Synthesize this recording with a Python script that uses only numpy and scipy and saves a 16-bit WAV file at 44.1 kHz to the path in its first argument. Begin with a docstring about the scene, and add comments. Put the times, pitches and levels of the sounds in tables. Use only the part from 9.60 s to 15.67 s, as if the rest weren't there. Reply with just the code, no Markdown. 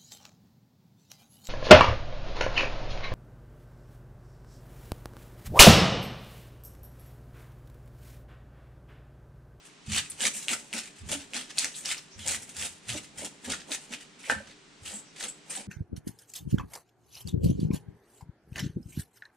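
"""A steady hush and a light brush of steel, then a long knife scales a large fish, about three strokes a second.
Strokes and brushes are shaped clumped crackle, split into rasp and fizz; stiff scales snap as short rings.
Noise and crackle through resonances make the thudding board, booming table and squeaking edge; slaps are swelling
sines. The blade knocks the board once, ringing its modes. Decaying noise is the tiled walls' answer.
A far bird calls twice as gliding sines."""
import sys
import numpy as np
from scipy import signal
from scipy.fft import rfft, irfft, next_fast_len
from scipy.io import wavfile
from scipy.ndimage import uniform_filter1d, map_coordinates

SR = 44100
rng = np.random.default_rng(int(sys.argv[2]) if len(sys.argv) > 2 else 0)


def persist_wave(psi):
    """Save psi, clipped to +-1, as 16-bit WAV."""
    counts = np.round(np.clip(psi, -1, 1) * 32767).astype(np.int16)
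    wavfile.write(sys.argv[1], SR, np.atleast_2d(counts).T)


N = 267687


def amp(db):
    """Decibels to gain."""
    return 10 ** (np.asarray(db) / 20)


def unit(x):
    """Scale to rms 1."""
    return x / np.sqrt(np.mean(x ** 2) + 1e-20)


def along(points, hz):
    """Interpolate (frequency [Hz], value) points on a log frequency axis."""
    f, v = np.transpose(points)
    return np.interp(np.log(hz + 1), np.log(f + 1), v)


def wobble(knots_per_s):
    """A smooth random curve through normally distributed knots."""
    knots = rng.standard_normal(int(N * knots_per_s / SR) + 4)
    return map_coordinates(knots, [np.arange(N) * knots_per_s / SR])


def filtered(x, response):
    """Multiply the spectrum of x by a response of frequency."""
    size = x.shape[-1]
    m = next_fast_len(size + 8192)
    return irfft(rfft(x, m) * response(np.fft.rfftfreq(m, 1 / SR)), m)[..., :size]


def resonate(x, modes):
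    """Pass x through parallel resonances of alternating sign: (centre [Hz], width [Hz], level [dB])."""
    def response(f):
        total = 0
        for k, (centre, width, db) in enumerate(modes):
            damping = 1j * f * width
            total = total + (-1) ** k * amp(db) * damping / (centre * centre - f * f + damping)
        return total
    return filtered(x, response)


def stereo(pair, alike):
    """Mix two unrelated signals to left and right with a given likeness per frequency."""
    def mid_side(hz):
        turn = np.arccos(np.clip(along(alike, hz), -1, 1)) / 2
        return np.array([np.cos(turn), np.sin(turn)])
    mid, side = filtered(pair, mid_side)
    return np.array([mid + side, mid - side])


def add(track, s, sound):
    """Lay a sound into a track, in place, at s seconds."""
    room = track[..., max(round(s * SR), 0):][..., :sound.shape[-1]]
    room += sound[..., :room.shape[-1]]


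def crackle(rate, spread_db):
    """Two unrelated streams of tiny fractures of uneven size, rate per second, rms 1."""
    hits = rng.random((2, N)) < rate / SR
    sizes = amp(spread_db * np.minimum(rng.exponential(size=(2, N)), 4))
    return unit(hits * sizes * rng.choice([-1, 1], (2, N)))


def patchy(x, depth_db, size):
    """Random gain patches in pitch and time; size sets their length in samples."""
    z = signal.stft(x, nperseg=size)[2]
    field = rng.standard_normal(z.shape[1:])
    for axis in (0, 1):
        field = uniform_filter1d(field, size=4, axis=axis)
    return signal.istft(z * amp(depth_db * unit(field)), nperseg=size)[1][:, :N]


def gesture(s, length, rise, fall):
    """Gain that builds up to s, holds for length seconds and dies away."""
    t = np.arange(N) / SR - s
    return np.exp(np.minimum(t, 0) / rise - np.maximum(t - length, 0) / fall)


def together(gains):
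    """Joint gain of overlapping, unrelated movements."""
    return np.sqrt(np.sum(np.square(gains), axis=0))


# hush spectrum: (frequency [Hz], relative density [dB/Hz])
HUSH_SPECTRUM = [(15, -41), (25, -12.5), (108, -27), (141, -4.5), (263, -12), (301, -3.5), (326, -18.5),
                 (394, -7.5), (503, -19), (641, -18.5), (734, -18), (2480, -17.5), (3080, -18.5),
                 (8360, -25.5), (16000, -75)]
# hush stereo: (frequency [Hz], left-right likeness [1])
HUSH_ALIKE = [(60, 0.79), (180, 0.83), (550, 0.39), (1650, 0.21), (4970, 0.55), (15000, 0.25)]
HUSH_DB = -55.5


def air():
    """The hush of house and yard: shaped noise whose level drifts slightly."""
    noise = stereo(rng.standard_normal((2, N)), HUSH_ALIKE)
    hush = filtered(noise, lambda hz: amp(along(HUSH_SPECTRUM, hz)))
    return amp(HUSH_DB + 0.2 * wobble(3.64)) * unit(hush)


# wall decay: (frequency [Hz], t60 [s])
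WALL_T60 = [(150, 0.55), (400, 0.15), (1200, 0.25), (3000, 0.24), (8000, 0.3), (14000, 0.19)]
# wall stereo: (frequency [Hz], left-right likeness [1])
WALL_ALIKE = [(150, 0.96), (1000, 0.2), (3000, 0.43), (7000, 0.046)]


def kitchen(x, wet_db):
    """The walls' answer: decaying noise tails that crossfade each half second as the knife moves about."""
    out, clock = np.zeros((2, N)), np.arange(N) / SR
    for centre_s in np.arange(14) / 2:
        hz, t, z = signal.stft(rng.standard_normal((2, SR // 2)), SR, nperseg=256)
        t60 = np.maximum(along(WALL_T60, hz), .02)[:, None]
        tail = signal.istft(z * amp(-60 * t / t60), SR, nperseg=256)[1]
        delayed = np.pad(tail, ((0, 0), (SR // 300, 0)))
        tail = stereo(delayed, WALL_ALIKE)
        share = 1 - 2 * abs(clock - centre_s)
        part = (x.mean(axis=0) * share)[share > 0]
        answer = signal.fftconvolve(part[None], tail / np.linalg.norm(tail[0]), axes=1)
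        add(out, max(centre_s - .5, 0), answer)
    return amp(wet_db) * out


# bird calls: (time [s], level [dB], start pitch [Hz], end pitch [Hz], length [s])
BIRD_CALLS = [(2.501, -50, 5500, 6060, 0.077), (5.44, -58, 5370, 5700, 0.087)]


def bird():
    """Thin rising sines from outside the window, their pitch blurred by distance."""
    out = np.zeros((2, N))
    for s, db, start_hz, end_hz, length in BIRD_CALLS:
        u = np.linspace(0, 1, int(length * SR))
        smear = np.array([wobble(1500)[:len(u)] for side in range(2)])  # many echoes, unlike at each side
        pitch = start_hz + (end_hz - start_hz) * u + 550 * smear
        phase = 2 * np.pi * np.cumsum(pitch, axis=1) / SR
        add(out, s, amp(db) * np.sin(np.pi * u) * np.sin(phase))
    return out


PRESS_S, EASE_S = 0.035, 0.03  # heaviest push: build, ease
LEAN_DB, LEAN_S, SETTLE_S = -10.5, 0.025, 0.079  # lighter weight around it: level, rise, settling of the fish


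def pressing(s, length, delay):
    """Gain of the hand's weight: it leans on the fish through the stroke and pushes hardest once."""
    t = np.arange(N) / SR - s - delay
    push = np.exp(-(t / np.where(t < 0, PRESS_S, EASE_S)) ** 2)
    return np.maximum(push, amp(LEAN_DB) * gesture(s, length, LEAN_S, SETTLE_S))


# board resonances: (centre [Hz], width [Hz], relative level [dB])
BOARD_MODES = [(209, 41, -4.5), (280, 64, -3.5), (417, 210, -8), (543, 125, -2), (863, 186, -6)]
# table resonances: (centre [Hz], width [Hz], relative level [dB])
TABLE_MODES = [(81, 7, 1.5), (118, 9.1, -9), (151, 13, -11.5), (212.6, 7, -5.5)]
# fish rocking under hard pushes: (time [s], length [s], relative level [dB])
FISH_ROCKS = [(0.285, 0.044, -36), (.93, .02, -62), (1.423, 0.077, -40), (2.562, 0.22, -48),
              (2.985, 0.038, -46.5), (3.286, 0.085, -45), (3.574, .015, -50.5), (3.868, 0.027, -50),
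              (4.726, 0.038, -43), (5.225, 0.052, -54)]
ROCK_RISE_S, ROCK_FALL_S = 0.0093, 0.023
BRUSH_THUD_DB, BRUSH_HOLLOW_DB = -12.5, -7  # thud over the brush's rasp, hollow knock over that thud


def board():
    """The tugging blade shakes the board; hard pushes rock the fish and set the table booming."""
    presses = []
    for s, length, *_, delay, thud_db, hollow_db in STROKE_TIMELINE:
        presses.append((amp(thud_db) * pressing(s, length, delay), hollow_db))
    for s, length, db, fizz_db in BRUSH_TIMELINE:
        press = amp(db + BRUSH_THUD_DB) * gesture(s, length, PRESS_S, EASE_S)
        presses.append((press, BRUSH_HOLLOW_DB))
    thud_gain = together([gain for gain, hollow_db in presses])
    hollow_gain = together([gain * amp(hollow_db) for gain, hollow_db in presses])

    tugs = stereo(crackle(rate=700, spread_db=3), [(200, 1.0), (800, 0.71)])
    body = filtered(resonate(tugs, BOARD_MODES), lambda hz: 1 / (1 + (hz / 1300) ** 4))
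    low = filtered(body, lambda hz: 1 / (1 + (hz / 450) ** 8))
    tilt = amp([[-2.2], [1.7]])  # left, right
    shake = thud_gain * unit(low) * tilt + hollow_gain * unit(body - low)

    rocks = [amp(db) * gesture(s, length, ROCK_RISE_S, ROCK_FALL_S) for s, length, db in FISH_ROCKS]
    push = together(rocks)
    boom = resonate(stereo(rng.standard_normal((2, N)), [(100, 0.68)]), TABLE_MODES)
    boom = unit(filtered(boom, lambda hz: 1 / (1 + (hz / 330) ** 6)))
    return amp(-2.0) * (shake + push * boom)


# fish slapping and settling: (time [s], level before stereo tilt [dB], pitch [Hz], swell time [s])
FISH_SLAPS = [(0.274, -37, 83, 0.0079), (.285, -37.5, 212.7, .029), (.65, -42.5, 213.5, 0.017),
              (.755, -48, 217, 0.0094), (.903, -40.5, 239, .011), (1.139, -41.5, 226, 0.017),
              (1.411, -55, 81, 0.029), (1.426, -44.5, 216, 0.023), (1.515, -42, 590, 0.009),
              (1.533, -39.5, 280.4, 0.024), (1.746, -45.5, 251.2, 0.028), (3.288, -40.5, 115, .023),
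              (3.338, -43, 596, 0.013), (3.344, -40.5, 308, .012), (3.618, -40.5, 570, 0.0074),
              (3.873, -36.5, 261, 0.013), (3.876, -40, 551, 0.008), (4.098, -47, 630, 0.007),
              (4.105, -40, 287, 0.0065), (4.306, -42, 232, 0.0092), (4.75, -50, 81, 0.016),
              (4.761, -44.5, 212, 0.02), (4.802, -41.5, 566, .004), (5.324, -45, 208, 0.019),
              (5.968, -45, 760, 0.0064)]


def thuds():
    """Soft flesh lands gently: one mode of the fish, board or table swells and dies."""
    out, t = np.zeros((2, N)), np.arange(SR // 3) / SR
    for s, db, hz, swell_s in FISH_SLAPS:
        phase = 2 * np.pi * hz * t + 0.37 * wobble(65)[:len(t)]
        swell = t / swell_s * np.exp(1 - t / swell_s)
        add(out, s, amp(db) * swell * np.sin(phase))
    return out * amp([[-1.7], [1.3]])


# blade striking the board and bouncing: (time [s], relative level [dB])
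BLADE_CONTACTS = [(4.6985, -7), (4.703, -15), (4.7085, -17), (4.7226, -13), (4.7342, -28)]
# blade and board struck together: (frequency [Hz], relative level [dB], t60 [s])
STRUCK_MODES = [(544, -23, 0.41), (676, -7, 0.043), (845, -6.5, 0.11), (873, -15.5, 0.2), (1360, -22, 0.24),
                (1480, -29, .14), (1537, -1.5, 0.19), (1587, 2, 0.065), (1728, -7, 0.16), (1781, -9.5, .19),
                (2270, -16, .09), (2970, -6.5, 0.035), (3397, -17, .12), (3830, -16, .04), (4700, -28, .04)]


def knock(ring_db=-26, clack_db=-8, clack_s=0.0015, spread_db=1.3):
    """The blade hits the board and chatters: the first blow rings it, each contact adds a short hard clack."""
    out, t = np.zeros((2, N)), np.arange(SR // 3) / SR
    onset = 1 - np.exp(-t / 0.00057)

    def modes():
        total = 0
        for hz, db, t60 in STRUCK_MODES:
            level = db + spread_db * rng.standard_normal((2, 1))
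            total = total + amp(level - 60 * t / t60) * np.sin(2 * np.pi * hz * t)
        return onset * total

    add(out, BLADE_CONTACTS[0][0], amp(ring_db) * modes())
    for s, db in BLADE_CONTACTS:
        add(out, s, amp(db + clack_db) * modes() * np.exp(-t / clack_s))
    return out


# edge squeaking and chirring on wet skin: (time [s], level before envelope [dB], pitch [Hz], width [Hz], fade [s])
EDGE_SQUEALS = [(0.498, -35.5, 9860, 700, .013), (.503, -33, 8260, 70, 0.011),
                (0.74, -47.5, 2480, 600, .046), (0.886, -31.5, 2340, 1000, 0.03),
                (0.926, -38.5, 1430, 250, .024), (2.143, -43.5, 3700, 1000, 0.033),
                (2.377, -41, 5000, 2190, 0.014), (2.591, -49, 3250, 400, 0.17),
                (3.934, -35, 1500, 400, .012), (4.333, -40, 2500, 300, 0.0098),
                (4.637, -46, 2260, 800, 0.11), (5.258, -44, 2950, 600, 0.046),
                (5.337, -39, 7760, 400, 0.058), (5.681, -35.5, 7820, 250, 0.029),
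                (5.899, -35.5, 8750, 600, .025), (5.956, -34.5, 8100, 400, 0.018)]


def squeals():
    """Fast stick and slip of the edge, as noise, excites one narrow resonance."""
    out, t = np.zeros((2, N)), np.arange(SR // 4) / SR
    for s, db, hz, width, fade_s in EDGE_SQUEALS:
        slips = stereo(rng.standard_normal((2, len(t))), SCRAPE_STEREO)
        narrow = resonate(slips, [(hz, width, 0)])
        tone = unit(resonate(narrow, [(hz, 3 * width, 0)]))
        envelope = (1 - np.exp(-t / 0.00067)) * np.exp(-(t / fade_s) ** 2)
        add(out, s, amp(db) * tone * envelope)
    return out


# stiffest scales letting go: (time [s], relative level [dB], pitch [Hz])
SCALE_SNAPS = [(0.3178, -22, 8350), (0.3462, -5.5, 2700), (0.3736, -17, 3280), (0.3816, -6, 2620),
               (.5822, -29, 2670), (.6059, -6, 3100), (0.6277, -12, 4450), (0.6523, -1, 2080),
               (0.6667, 0, 6400), (0.8827, 1, 2840), (0.8909, -13, 3110), (0.9304, -9.5, 2990),
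               (1.1283, -8, 2720), (1.1361, -5.5, 2200), (1.1897, -13.5, 5500), (1.493, -24, 2860),
               (1.5163, -7, 9000), (1.7344, -8.5, 2620), (1.765, -21, 7570), (1.983, 2.5, 4300),
               (1.9873, 0.5, 8400), (1.994, -3, 6700), (2.0439, -1.5, 1970), (2.0452, -3, 6200),
               (2.2573, -4.5, 5250), (2.313, -5.5, 2400), (2.3452, -11, 2650), (2.6758, -5, 6500),
               (2.682, -2, 7760), (2.7458, -7, 2000), (2.9662, -18, 7200), (3.024, -7, 2780),
               (3.301, -9, 3300), (3.3247, -12, 3140), (3.901, -11, 7620), (3.9358, -15, 1730),
               (4.117, -5.5, 3800), (4.3363, -11, 2580), (5.6073, -12, 1700), (5.6272, -12.5, 4240)]
# snap treble roll-off: (frequency [Hz], relative gain [dB])
SNAP_ROLLOFF = [(60, -33), (9000, 1.5), (10500, 1), (11500, -10), (14000, -18), (16000, -18)]


def snaps(cycles=1.8, crack=0.088, lead_s=.0008):
    """A stiff scale lets go with a cycle or two of ring and a short crack, a little to one side."""
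    out, t = np.zeros((2, N)), np.arange(SR // 100) / SR
    for s, db, hz in SCALE_SNAPS:
        sides = np.maximum(t - rng.uniform(0, 4e-5, (2, 1)), 0)  # small arrival delays
        ring = np.sin(2 * np.pi * hz * sides) * np.exp(-sides * hz / cycles)
        tear = crack * rng.standard_normal(len(t)) * amp(-60 * t / 0.012)
        add(out, s + lead_s, amp(db) * (ring + tear))
    return filtered(out, lambda hz: amp(along(SNAP_ROLLOFF, hz) - 4.0) * hz ** 2 / (hz ** 2 + 900 ** 2))


def release(depth_db=4, hold_s=0.0035, surge_s=0.016):
    """The edge stalls on a stiff scale just before it snaps, then lurches on: a gain curve in dB."""
    lurch, t = np.zeros(N), np.arange(SR // 20) / SR
    shape = np.concatenate([-np.exp(-t[::-1] / hold_s), 0.2 * np.exp(-t / surge_s)])
    for s, db, hz in SCALE_SNAPS:
        add(lurch, s - t[-1], shape)
    return depth_db * np.clip(lurch, -1, 1)


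SKIM_DB, SKIM_S = -7.5, .02  # just before the bite: level, rise
BITE_S, LIFT_S = 0.0048, 0.019  # tearing: attack, release
TRAIL_DB, TRAIL_S = -12.5, 0.064  # loose scales after the lift: level, decay


def tearing(s, length, swell_db):
    """Gain of one pass of the edge: skim, bite, a swelling or fading tear, lift and trail."""
    t = np.arange(N) / SR - s
    tear = gesture(s, length, BITE_S, LIFT_S)
    graze = amp(np.where(t < 0, SKIM_DB, TRAIL_DB)) * gesture(s, length, SKIM_S, TRAIL_S)
    return amp(swell_db * np.clip(t / length, 0, 1)) * np.maximum(tear, graze)


# strokes against the scales: (time [s], length [s], rasp at the bite before stall and lurch [dB],
# swell along the stroke [dB], fizz over rasp [dB], delay of the heaviest push [s],
# relative thud [dB], hollow knock over thud [dB])
STROKE_TIMELINE = [(0.319, 0.064, -33.5, 5, -3, 0.045, -44.5, -9),
                   (0.6, 0.07, -37.5, 8.5, 0, 0.046, -44, 1), (0.89, 0.045, -38, 4.5, 3.5, 0.034, -42, 0),
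                   (1.136, 0.054, -39.5, 3, -2, 0.019, -45.5, -3),
                   (1.49, 0.053, -39.5, 5.5, 1, 0.038, -41.5, -1.5),
                   (1.743, 0.024, -38.5, 8.5, -5, 0.021, -44, -3),
                   (1.975, 0.072, -38.5, 6, -1.5, 0.088, -51.5, -1.5),
                   (2.252, 0.072, -38.5, 5.5, -1.5, 0.012, -54.5, -2),
                   (2.665, 0.083, -38.5, 2.5, 3, 0.022, -48, 3.5),
                   (2.962, 0.098, -44, 5.5, 3.5, 0.085, -53.5, 5.5),
                   (3.294, 0.092, -35.5, -8.5, -1.5, .058, -42, -6),
                   (3.579, 0.078, -48, 5, 2.5, 0.069, -44.5, -2),
                   (3.899, 0.036, -34, -2.5, -4.5, .006, -41, -5.5),
                   (4.109, 0.041, -38.5, 1, 0, .002, -47.5, 0.5),
                   (4.326, 0.014, -38.5, -0.5, -4.5, .001, -48.5, -5),
                   (4.695, 0.019, -39.5, 7, -3.5, 0.031, -46, 8),
                   (5.255, 0.14, -45, -9.5, 3.5, 0.082, -55.5, 4),
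                   (5.605, .048, -38.5, -3, 0, 0.039, -48, 0.5),
                   (5.908, 0.1, -41.5, -9.5, 3, 0.087, -49, 2.5)]
# light brushes between strokes: (time [s], length [s], rasp before stall and lurch [dB], fizz over rasp [dB])
BRUSH_TIMELINE = [(0.053, 0.014, -59, 7), (0.266, 0.047, -51.5, -3), (0.503, 0.018, -52.5, 5),
                   (0.741, 0.04, -47.5, 11), (0.799, 0.046, -48.5, 5.5), (1.212, 0.068, -51, -1),
                  (1.362, 0.053, -56.5, -2), (1.603, .015, -47, -4), (1.797, .02, -42.5, -4),
                  (1.901, 0.011, -45.5, -8), (2.156, .06, -52.5, 10.5), (2.37, 0.012, -47.5, -23),
                  (2.593, 0.054, -50.5, 0), (2.821, 0.0098, -51.5, 8.5), (2.893, 0.012, -52, 3.5),
                  (3.435, 0.015, -54, 0), (3.85, 0.016, -44, 0.5), (3.992, 0.022, -53, -7),
                  (4.215, .04, -58, 1.5), (4.403, 0.018, -52, -2), (4.593, 0.034, -54, -3),
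                  (4.651, 0.033, -51.5, 3.5), (4.874, 0.039, -53.5, -10), (5.563, 0.042, -51.5, -6),
                  (5.681, 0.015, -55.5, 7.5)]
# scrape spectrum: (frequency [Hz], relative gain [dB])
SCRAPE_SPECTRUM = [(80, -13.5), (470, -15), (800, -8.5), (1140, -10), (1210, -4.5), (2000, 0.5),
                   (2320, -0.5), (2570, 2), (3140, 0.5), (5110, -3), (5870, -2), (8230, 0), (10200, -8),
                   (11300, -21), (14100, -23), (16000, -51.5)]
# scrape stereo: (frequency [Hz], left-right likeness [1])
SCRAPE_STEREO = [(300, 0.27), (1500, 0.62), (3000, 0.91), (5000, 0.74), (8000, 0.14), (14000, 0.32)]


def scraping():
    """The edge rips through rows of scales: a clumped crackle, a rasp below and a fizz above."""
    passes = []
    for s, length, db, swell_db, fizz_db, *_ in STROKE_TIMELINE:
        passes.append((amp(db) * tearing(s, length, swell_db), fizz_db))
    for s, length, db, fizz_db in BRUSH_TIMELINE:
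        passes.append((amp(db) * tearing(s, length, 0), fizz_db))
    rasp_gain = together([gain for gain, fizz_db in passes])
    fizz_gain = together([gain * amp(fizz_db) for gain, fizz_db in passes])

    # each row of scales gives way at once, then the tearing fades
    catches = abs(crackle(rate=160, spread_db=-1.0)[0])
    fade = np.exp(-np.arange(SR // 50) / SR / 0.0054)
    rows = 1 + 0.64 * unit(signal.fftconvolve(catches, fade)[:N])
    grains = crackle(rate=7600, spread_db=2.0) * rows
    grains = patchy(grains, depth_db=-0.96, size=96)  # each scale has its own colour
    grains = patchy(grains, depth_db=2.5, size=768)  # contact resonances shift along the stroke
    grains = filtered(stereo(grains, SCRAPE_STEREO), lambda hz: amp(along(SCRAPE_SPECTRUM, hz)))
    rasp = filtered(grains, lambda hz: 1 / (1 + (hz / 6500) ** 8))
    fizz = grains - rasp
    return amp(release()) * (rasp_gain * unit(rasp) + fizz_gain * unit(fizz))


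def scene():
    """Knife, fish and board in the kitchen, with the hush and the bird."""
    work = scraping() + board() + bird() + squeals()
    cracks, clack, slaps = snaps(), knock(), thuds()
    sent = work + amp(3.5) * cracks + amp(6.5) * clack + amp(-15) * slaps  # share reaching the walls
    return work + cracks + clack + slaps + kitchen(sent, wet_db=-7.5) + air()


TOP_HZ = 15850


def record(dry):
    """Band limit: nothing passes from TOP_HZ up."""
    return filtered(dry, lambda hz: hz < TOP_HZ)


dry = scene()
out = record(dry)
persist_wave(out)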